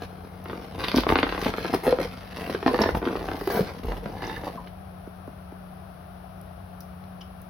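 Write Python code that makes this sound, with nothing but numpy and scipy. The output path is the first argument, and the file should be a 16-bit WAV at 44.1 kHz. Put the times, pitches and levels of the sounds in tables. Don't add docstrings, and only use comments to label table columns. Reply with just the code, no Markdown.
import sys
import numpy as np
from scipy import signal
from scipy.fft import rfft, irfft
from scipy.io import wavfile
from scipy.ndimage import uniform_filter1d, map_coordinates

SR = 44100
rng = np.random.default_rng(int(sys.argv[2]) if len(sys.argv) > 2 else 0)


def dump(signal):
    limited = np.clip(np.atleast_2d(signal).T, -1, 1)
    pcm = np.round(limited * 32767).astype(np.int16)
    wavfile.write(sys.argv[1], SR, pcm)


N = 330309
T = np.arange(N) / SR

# pitch_hz, level_db
HUM_LINES = [(91.5, -52.5), (150.7, -55), (183.0, -46)]
# frequency_hz, gain_db
AIR_COLOUR = [(25, -56), (48, -8.5), (88, -3.5), (125, -15.5), (160, -16), (195, -17.5), (230, -20.5),
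              (500, -18.5), (720, -8.5), (920, -20.5), (1300, -18.5), (2000, -32.5), (6000, -46),
              (9000, -101)]
# frequency_hz, left_minus_right_db
AIR_BALANCE_CURVE = [(200, 1), (380, 5.5), (700, 21), (1300, 14.5), (2400, 0.5)]
# frequency_hz, side_minus_mid_db
AIR_WIDTH = [(150, -9), (300, 0), (640, -0.5)]
# frequency_hz, gain_db
HISS_COLOUR = [(3000, -29), (9000, 6), (10000, 9), (12000, 2)]
# frequency_hz, side_minus_mid_db
ROOM_WIDTH = [(380, -11), (700, -4), (1300, 0.5)]
# frequency_hz, gain_db
MIC_RESPONSE = [(24, -38), (38, 0.5), (5600, 1), (6500, -4), (7500, -19.5), (8500, -4), (9100, -9),
                (9900, 4.5)]
# time_s, level_db
SOCK_SLIDE = [(3.2, -65), (3.49, -53), (3.53, -53), (3.61, -58), (3.66, -75), (3.8, -90)]
# frequency_hz, gain_db
SOCK_COLOUR = [(2000, -14), (5000, 17), (10500, 21), (16000, 22)]
# start_s, level_db
CREASE_TICKS = [(0.441, -47), (1.742, -35), (3.41, -45), (3.474, -37), (3.857, -47), (6.414, -52),
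                (6.806, -44.5), (7.417, -49.5)]
# start_s, pitch_hz, level_db, length_s
SKIN_SQUEAKS = [(0.958, 5920, -25.5, 0.0082), (1.852, 910, -30, 0.018), (2.669, 4630, -38, 0.027),
                (2.816, 4830, -21, 0.0091), (4.23, 5300, -38, 0.003), (4.248, 5550, -36, 0.0024),
                (4.269, 5600, -32.5, 0.0025), (4.466, 824, -28, 0.02), (4.572, 1017, -32, 0.033),
                (6.804, 5500, -46.5, 0.01), (7.208, 3080, -40.5, 0.015), (7.209, 5280, -48, 0.015)]
# start_s, pitch_hz, level_db, t60_s
LOW_THUDS = [(0.976, 50, -23, 0.58), (1.122, 82.2, -26, 0.57), (1.871, 50.7, -27, 0.5),
             (2.848, 87, -23, 0.31), (2.925, 56.3, -18.5, 0.26), (3.845, 82, -13, 0.075),
             (3.868, 46, -17.5, 0.46)]
# start_s, level_db
BOOT_KNOCKS = [(5.07, -30), (5.274, -27), (5.519, -31)]
# frequency_hz, gain_db
KNOCK_SPECTRUM = [(100, -12), (260, 6), (1100, -13), (2500, -43)]
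# start_s, level_db, pitch_hz
FOLD_BUCKLES = [(0.9422, -15, 270), (0.969, -8, 270), (1.067, -16, 270), (1.232, -12.5, 260),
                (1.463, -9.5, 266), (1.746, -14.5, 425), (1.867, -10, 445), (1.879, -11, 500),
                (1.902, -20, 480), (1.925, -11, 485), (1.998, -18.5, 500), (2.05, -25, 509),
                (2.547, -17, 411), (2.662, -12, 273), (2.678, -14, 1000), (2.714, -19, 510),
                (2.737, -14.5, 470), (2.798, -12.5, 276), (2.888, -29, 1030), (3.412, -24.5, 390),
                (3.473, -16.5, 374), (3.593, -12, 424), (3.607, -14, 184), (4.059, -23.5, 210)]
# pitch_hz (before detuning), t60_s
AIR_MODES = [(184, 0.083), (266, 0.044), (390, 0.058), (432, 0.044), (494, 0.071), (1020, 0.032)]
# start_s, length_s, level_db
TAUT_PATCHES = [(1.158, 0.09, -43), (2.79, 0.12, -39), (4.17, 0.2, -43.5)]
# pitch_hz (before flexing), level_db
TAUT_MODES = [(1460, -12), (1710, 7.5), (1960, 4), (2720, -8.5), (3570, -8), (4060, -9.5)]
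# start_s, length_s, level_db
FAST_SLIDES = [(1.086, 0.044, -39), (1.83, 0.04, -28), (2.38, 0.15, -44), (2.79, 0.125, -41.5),
               (3.497, 0.089, -25.5)]
# frequency_hz, gain_db
RASP_SPECTRUM = [(250, -8), (440, 10), (600, -4.5), (1100, -3), (1500, -9), (2200, -12.5), (2900, -23.5)]
# start_s, length_s, creak_db, scrape_db
BOOT_STROKES = [(0.0, 0.047, -46.5, -43.5), (0.47, 0.48, -45.5, -49.5), (0.778, 0.12, -35.5, -39),
                (0.936, 0.053, -33, -36), (1.077, 0.057, -26.5, -36), (1.159, 0.045, -43, -36),
                (1.252, 0.14, -42, -40.5), (1.387, 0.11, -34, -33), (1.542, 0.17, -40, -39.5),
                (1.726, 0.025, -26, -30), (1.862, 0.056, -37, -35), (1.987, 0.065, -39, -35.5),
                (2.352, 0.19, -39.5, -40.5), (2.648, 0.13, -37, -39.5), (2.794, 0.031, -23.5, -39),
                (2.852, 0.056, -35, -54), (2.943, 0.035, -27.5, -40), (3.034, 0.34, -39.5, -44.5),
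                (3.37, 0.32, -45, -43.5), (3.54, 0.075, -28.5, -39.5), (3.611, 0.19, -45, -48.5),
                (3.827, 0.16, -39.5, -47), (4.024, 0.54, -42, -51), (4.215, 0.16, -40, -45),
                (4.434, 0.042, -37, -44)]
# start_s, length_s, creak_db, scrape_db
LIGHT_RUBBING = [(0.083, 4.6, -52, -58.5), (0.814, 2, -53, -47)]
# frequency_hz, gain_db
CREAK_COLOUR = [(110, 4), (180, 4.5), (255, 8.5), (350, 2), (480, 8.5), (560, -0.5), (720, 2.5),
                (1100, -8.5), (1400, -17), (3000, -49)]
# frequency_hz, gain_db
SCRAPE_COLOUR = [(500, -62), (1000, 8), (2000, 6), (3200, 0), (4600, -2), (6000, -8), (9000, -11),
                 (16000, -18)]
# start_s, pace_per_s, strength_db, release_ms
STUTTER_RUNS = [(0.795, 88, -31, 0.17), (0.952, 132, -27.5, 0.017), (2.8, 180, -27, 0.48),
                (3.015, 84, -25, 1.2), (3.106, 46, -26.5, 1.23)]
# start_s, strength_db, release_ms
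BIG_SLIPS = [(0.019, -28, 0.88), (0.457, -28.5, 0.58), (0.497, -26, 0.59), (0.53, -22.5, 1.4),
             (0.837, -21, 0.78), (0.8441, -22.5, 0.12), (0.8828, -19, 0.11), (0.916, -21.5, 0.12),
             (0.942, -13.5, 1.3), (0.982, -10, 1.7), (1.0343, -20.5, 0.59), (1.0668, -10.5, 1.3),
             (1.0898, -12.5, 0.46), (1.1005, -12.5, 0.8), (1.1219, -9.5, 0.82), (1.1555, -8.5, 0.48),
             (1.1865, -12, 0.46), (1.229, -10.5, 0.44), (1.2666, -19, 1), (1.291, -22, 0.32),
             (1.3235, -18, 0.6), (1.347, -21.5, 0.5), (1.377, -19.5, 0.69), (1.464, -15, 0.85),
             (1.5378, -20, 0.5), (1.5814, -20, 0.82), (1.646, -17.5, 1.2), (1.654, -21.5, 0.49),
             (1.737, -14.5, 0.99), (1.746, -17, 1.6), (1.8666, -11.5, 1.25), (1.877, -13.5, 1.3),
             (1.925, -13, 1.05), (1.986, -16.5, 1.05), (2.011, -22, 1.5), (2.495, -17.5, 1.9),
             (2.5482, -21, 0.57), (2.627, -21, 0.85), (2.662, -9.5, 0.97), (2.678, -12, 0.64),
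             (2.743, -14.5, 0.76), (2.789, -13.5, 0.68), (2.836, -16.5, 0.61), (2.858, -14, 0.99),
             (2.8895, -13, 0.98), (2.95, -15.5, 0.91), (3.053, -26.5, 0.33), (3.063, -21, 1.5),
             (3.085, -28, 0.93), (3.163, -33.5, 0.069), (3.286, -22, 0.7), (3.3147, -19.5, 0.78),
             (3.344, -23.5, 1.4), (3.4109, -19, 1.55), (3.474, -19.5, 0.81), (3.501, -17, 1.3),
             (3.9191, -24, 0.65), (4.058, -25, 0.78), (4.222, -27, 0.49), (4.24, -27, 0.44),
             (4.275, -23, 1.4), (4.2965, -22.5, 0.79), (4.435, -23.5, 1.3), (4.467, -31, 1.6),
             (4.672, -39, 0.32), (7.039, -50, 0.1)]
# frequency_hz, gain_db
WALL_COLOUR = [(30, -2), (130, -30), (265, 5), (520, 2), (2900, -5), (4500, -4.5), (6500, -23),
               (16000, -21.5)]


def undb(db):
    return 10 ** (np.asarray(db) / 20)


def unit(x):
    return x / np.sqrt(np.mean(x ** 2))


def gains(points, size):
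    hz, db = np.transpose(points)
    bins_hz = np.fft.rfftfreq(size, 1 / SR)
    return undb(np.interp(np.log(bins_hz + 1), np.log(hz), db))


def colour(x, points):
    size = x.shape[-1]
    return irfft(rfft(x) * gains(points, size), size)


def stereo_noise(side_points, size):
    side_gain = gains(side_points, size)
    mid, side = rfft(rng.standard_normal((2, size)))
    left, right = mid + side_gain * side, mid - side_gain * side
    return irfft(np.array([left, right]) / np.sqrt(1 + side_gain ** 2), size)


def walk(rate):
    hold = int(SR / rate)
    steps = np.repeat(rng.standard_normal(N // hold + 1), hold)
    return unit(uniform_filter1d(steps, hold)[:N])


def add(track, start_s, sound):
    i = max(int(start_s * SR), 0)
    track[i:i + len(sound)] += sound[:N - i]


def effort(strokes):
    attack_s, release_s = 0.0077, 0.009
    power = np.zeros((len(strokes[0]) - 2, N))
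    for start_s, length_s, *levels_db in strokes:
        t = T[:int((length_s + 10 * release_s) * SR)]
        shape = np.minimum(t / attack_s, 1) * np.exp(-np.maximum(t - length_s, 0) / release_s)
        for track, db in zip(power, levels_db):
            add(track, start_s, (undb(db) * shape) ** 2)
    return np.sqrt(power)


def flexing(x, share, rate):
    drift = np.cumsum(share * walk(rate))
    return map_coordinates(x, [np.arange(N) + drift], mode="mirror")


def bending_wave(points, travel_s, folds_db, size=2048, count=36):
    spread_db = folds_db * np.linspace(.4, 1.3, count)
    folds = np.column_stack([np.geomspace(200, 16000, count), spread_db * rng.uniform(-1, 1, count)])
    cepstrum = irfft(np.log(gains(points, size) * gains(folds, size)))
    cepstrum[1:size // 2] *= 2
    cepstrum[size // 2 + 1:] = 0
    phase = 4 * np.pi * travel_s * np.sqrt(1000 * np.fft.rfftfreq(size, 1 / SR))
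    return irfft(np.exp(rfft(cepstrum) - 1j * phase))


def micro_slips(rate, scatter_db, travel_s, count=200):
    gap, size, sign = rng.random((int(rate * N / SR), 3)).T
    clock = np.cumsum(.3 - np.log(gap))
    train = np.zeros(N)
    places = (clock / clock[-1] * (N - 1)).astype(int)
    train[places] = np.sign(sign - .5) * undb(scatter_db * size ** 2)
    edges = (np.arange(count + 1) * N / count).astype(int)
    out = np.zeros(N)
    for start, stop, path in zip(edges, edges[1:], .5 + rng.random(count)):
        snap = bending_wave([(20, 0), (20000, 0)], travel_s * path, folds_db=6)
        add(out, start / SR, unit(signal.fftconvolve(train[start:stop], snap) + 1e-9))
    return unit(out)


def appliance(hum_db=-1, air_db=-46.5, hiss_db=-65):
    hum = np.zeros(N)
    for hz, db in HUM_LINES:
        level = undb(db + 1.3 * walk(9))
        phase = 2 * np.pi * np.cumsum(hz + 2.5 * walk(20)) / SR
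        hum += level * np.sqrt(2) * np.sin(phase)
    left, right = colour(stereo_noise(AIR_WIDTH, N), AIR_COLOUR)
    air = np.array([left, colour(right, [(hz, -db) for hz, db in AIR_BALANCE_CURVE])])
    air *= undb(air_db) / air.mean(axis=0).std()
    hiss = unit(colour(rng.standard_normal((2, N)), HISS_COLOUR))
    return undb(hum_db) * hum * undb([[1.2], [-1.2]]) + air + undb(hiss_db) * hiss


def room(x, early_db=-8, early_s=0.003, tail_db=-12, tail_t60=0.27, count=12):
    t = T[:SR // 2]
    places = np.array([walk(8) for _ in range(count)])
    places /= np.sqrt(np.sum(places ** 2, axis=0))
    out = np.array([np.roll(x, shift=1), x])
    for share in places:
        early = stereo_noise(ROOM_WIDTH, len(t)) * np.exp(-t / early_s) * (t > .0008)
        tail = stereo_noise(ROOM_WIDTH, len(t)) * np.exp(-np.log(1000) * t / tail_t60) * (t > .008)
        echoes = (undb(early_db) * unit(early) + undb(tail_db) * unit(tail)) / np.sqrt(len(t))
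        echoes = colour(echoes, [(350, -0.5), (1000, 6.0), (5000, 8), (11000, 4.0)])
        out += signal.oaconvolve((share * x)[None], echoes, axes=1)[:, :N]
    return 0.71 * out * undb([[.3], [-.3]])


def sock():
    slide_db = np.interp(T, *np.transpose(SOCK_SLIDE), left=-120, right=-120)
    level = undb(slide_db + 2 * walk(220))
    return level * unit(colour(rng.standard_normal((2, N)), SOCK_COLOUR))


def ticks(decay_s=0.00077, tick_db=-8):
    out, t = np.zeros(N), T[:SR // 100]
    for start_s, db in CREASE_TICKS:
        add(out, start_s, undb(db + tick_db) * np.exp(-t / decay_s) * rng.standard_normal(len(t)))
    return colour(out, SOCK_COLOUR)


def squeaks(rough=0.14):
    out = np.zeros(N)
    for start_s, hz, db, length_s in SKIN_SQUEAKS:
        u = 4 * T[:SR // 8] / length_s
        phase = 2 * np.pi * np.cumsum(hz * (1 + rough * walk(hz)[:len(u)])) / SR
        add(out, start_s, undb(db) * u * np.exp(1 - u) * np.sin(phase))
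    return out


def thuds(rise_s=0.0047, overtone_db=-18):
    out, t = np.zeros(N), T[:SR // 2]
    for start_s, hz, db, t60 in LOW_THUDS:
        phase = 2 * np.pi * hz * t
        thud = np.sin(phase) + undb(overtone_db) * np.sin(1.8 * phase)
        envelope = np.exp(-np.log(1000) * t / t60) * (1 - np.exp(-t / rise_s))
        add(out, start_s, undb(db) * envelope * thud)
    return out


def knocks(travel_s=0.00337):
    out = np.zeros(N)
    for start_s, db in BOOT_KNOCKS:
        wave = bending_wave(KNOCK_SPECTRUM, travel_s, folds_db=6)
        add(out, start_s, undb(db) * wave / np.abs(wave).max())
    return out


def buckles(ring_db=3.5, rise_s=0.00085, sag=0.0081, other_modes_db=-20):
    width_octaves, detune_share = 0.087, 0.028
    out, t = np.zeros(N), T[:SR // 3]
    shake = np.cumsum(.025 * walk(500))
    hz, t60 = np.transpose(AIR_MODES)[:, :, None]
    fade = undb(-60 * t / t60)
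    sagging = np.cumsum(1 + sag * (fade - .5), axis=1)
    for (start_s, db, fold_hz), detune in zip(FOLD_BUCKLES, rng.uniform(-1.8, 1, len(FOLD_BUCKLES))):
        near = np.exp(-(np.log2(hz / fold_hz) / width_octaves) ** 2)
        share = near / near.max() + undb(other_modes_db)
        drift = shake[int(start_s * SR):][:len(t)]
        mode_hz = hz * (1 + detune_share * detune)
        phase = 2 * np.pi * mode_hz * (sagging + drift - drift[0]) / SR
        ring = np.sum(share * fade * np.sin(phase), axis=0) / np.linalg.norm(share)
        add(out, start_s, undb(db + ring_db) * (1 - np.exp(-t / rise_s)) * ring)
    return out


def taut_skin(ring_s=0.0031):
    t = T[:SR // 20]
    modes = sum(undb(db) * np.sin(2 * np.pi * hz * t) for hz, db in TAUT_MODES)
    ring = modes * np.exp(-t / ring_s)
    dense = micro_slips(rate=1500, scatter_db=10, travel_s=.0004)
    sung = flexing(signal.oaconvolve(dense, ring)[:N], share=0.018, rate=10)
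    return effort(TAUT_PATCHES)[0] * unit(sung)


def rasps():
    dense = micro_slips(rate=1800, scatter_db=8, travel_s=.0008)
    return effort(FAST_SLIDES)[0] * unit(colour(dense, RASP_SPECTRUM))


def rubbing(creak_db=4.5, scrape_db=-2, flex_db=-15):
    creak, scrape = effort(BOOT_STROKES + LIGHT_RUBBING)
    coarse = micro_slips(rate=430, scatter_db=24, travel_s=.0011)
    fine = micro_slips(rate=520, scatter_db=30, travel_s=.0004)
    wall = unit(flexing(colour(coarse, CREAK_COLOUR), share=.06, rate=20))
    surface = unit(colour(1.1 * coarse + fine, SCRAPE_COLOUR))
    shaft = unit(colour(rng.standard_normal(N), [(25, -31), (50, 1), (90, 3), (250, -25.0)]))
    return undb(creak_db) * creak * wall + undb(scrape_db) * scrape * surface + undb(flex_db) * creak * shaft


def stutters(count=8, jitter=0.14, scatter_db=3.5):
    rows = []
    for start_s, rate, db, release_ms in STUTTER_RUNS:
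        late, strong = rng.standard_normal((count, 2)).T
        times = start_s + (np.arange(count) + jitter * late) / rate
        rows += [(s, db + scatter_db * k, release_ms) for s, k in zip(times, strong)]
    return rows


def slips(travel_s=0.001333, slip_db=-3, chatter_db=-10, chatter_s=0.014,
          wobble_db=-26, wobble_hz=47, wobble_s=0.14):
    rolloff_db_per_octave, chatter_per_s = 12.5, 900
    low_cut = 0.049
    out, t = np.zeros(N), T[:SR // 3]
    hz = np.geomspace(30, 16000, 40)
    colour_hz, colour_db = np.transpose(WALL_COLOUR)
    wall_db = np.interp(np.log(hz), np.log(colour_hz), colour_db)
    wobble = np.exp(-t / wobble_s) * np.sin(2 * np.pi * wobble_hz * t)
    for start_s, db, release_ms in BIG_SLIPS + stutters():
        cycles = hz * release_ms / 1000
        octaves_over = np.log2(1 + cycles ** 3) / 3
        thin_db = 10 * np.log10(1 + (low_cut / cycles) ** 2)
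        points = np.column_stack([hz, wall_db - rolloff_db_per_octave * octaves_over - thin_db])
        snap = bending_wave(points, travel_s * rng.uniform(0.727, 1.274), folds_db=4.5)
        snap *= np.sqrt(.004 * SR / np.sum(snap ** 2))
        hits = (rng.random(len(t)) < chatter_per_s / SR) * rng.uniform(-1.17, 1, len(t))
        jerks = undb(chatter_db) * hits * np.exp(-t / chatter_s)
        jerks[0] = 1
        chirps = signal.fftconvolve(np.trim_zeros(jerks[:SR // 10]), snap)
        add(out, start_s, undb(db + slip_db) * chirps)
        add(out, start_s, undb(db + wobble_db) * wobble)
    return out


def scene():
    boots = thuds() + knocks() + ticks() + squeaks() + buckles()
    boots += taut_skin() + rasps() + rubbing() + slips()
    return appliance() + sock() + room(boots)


def record(dry):
    top_cut = signal.ellip(10, .2, 70, 15950, fs=SR, output="sos")
    return signal.sosfilt(top_cut, colour(dry, MIC_RESPONSE))


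dry = scene()
out = record(dry)
dump(out)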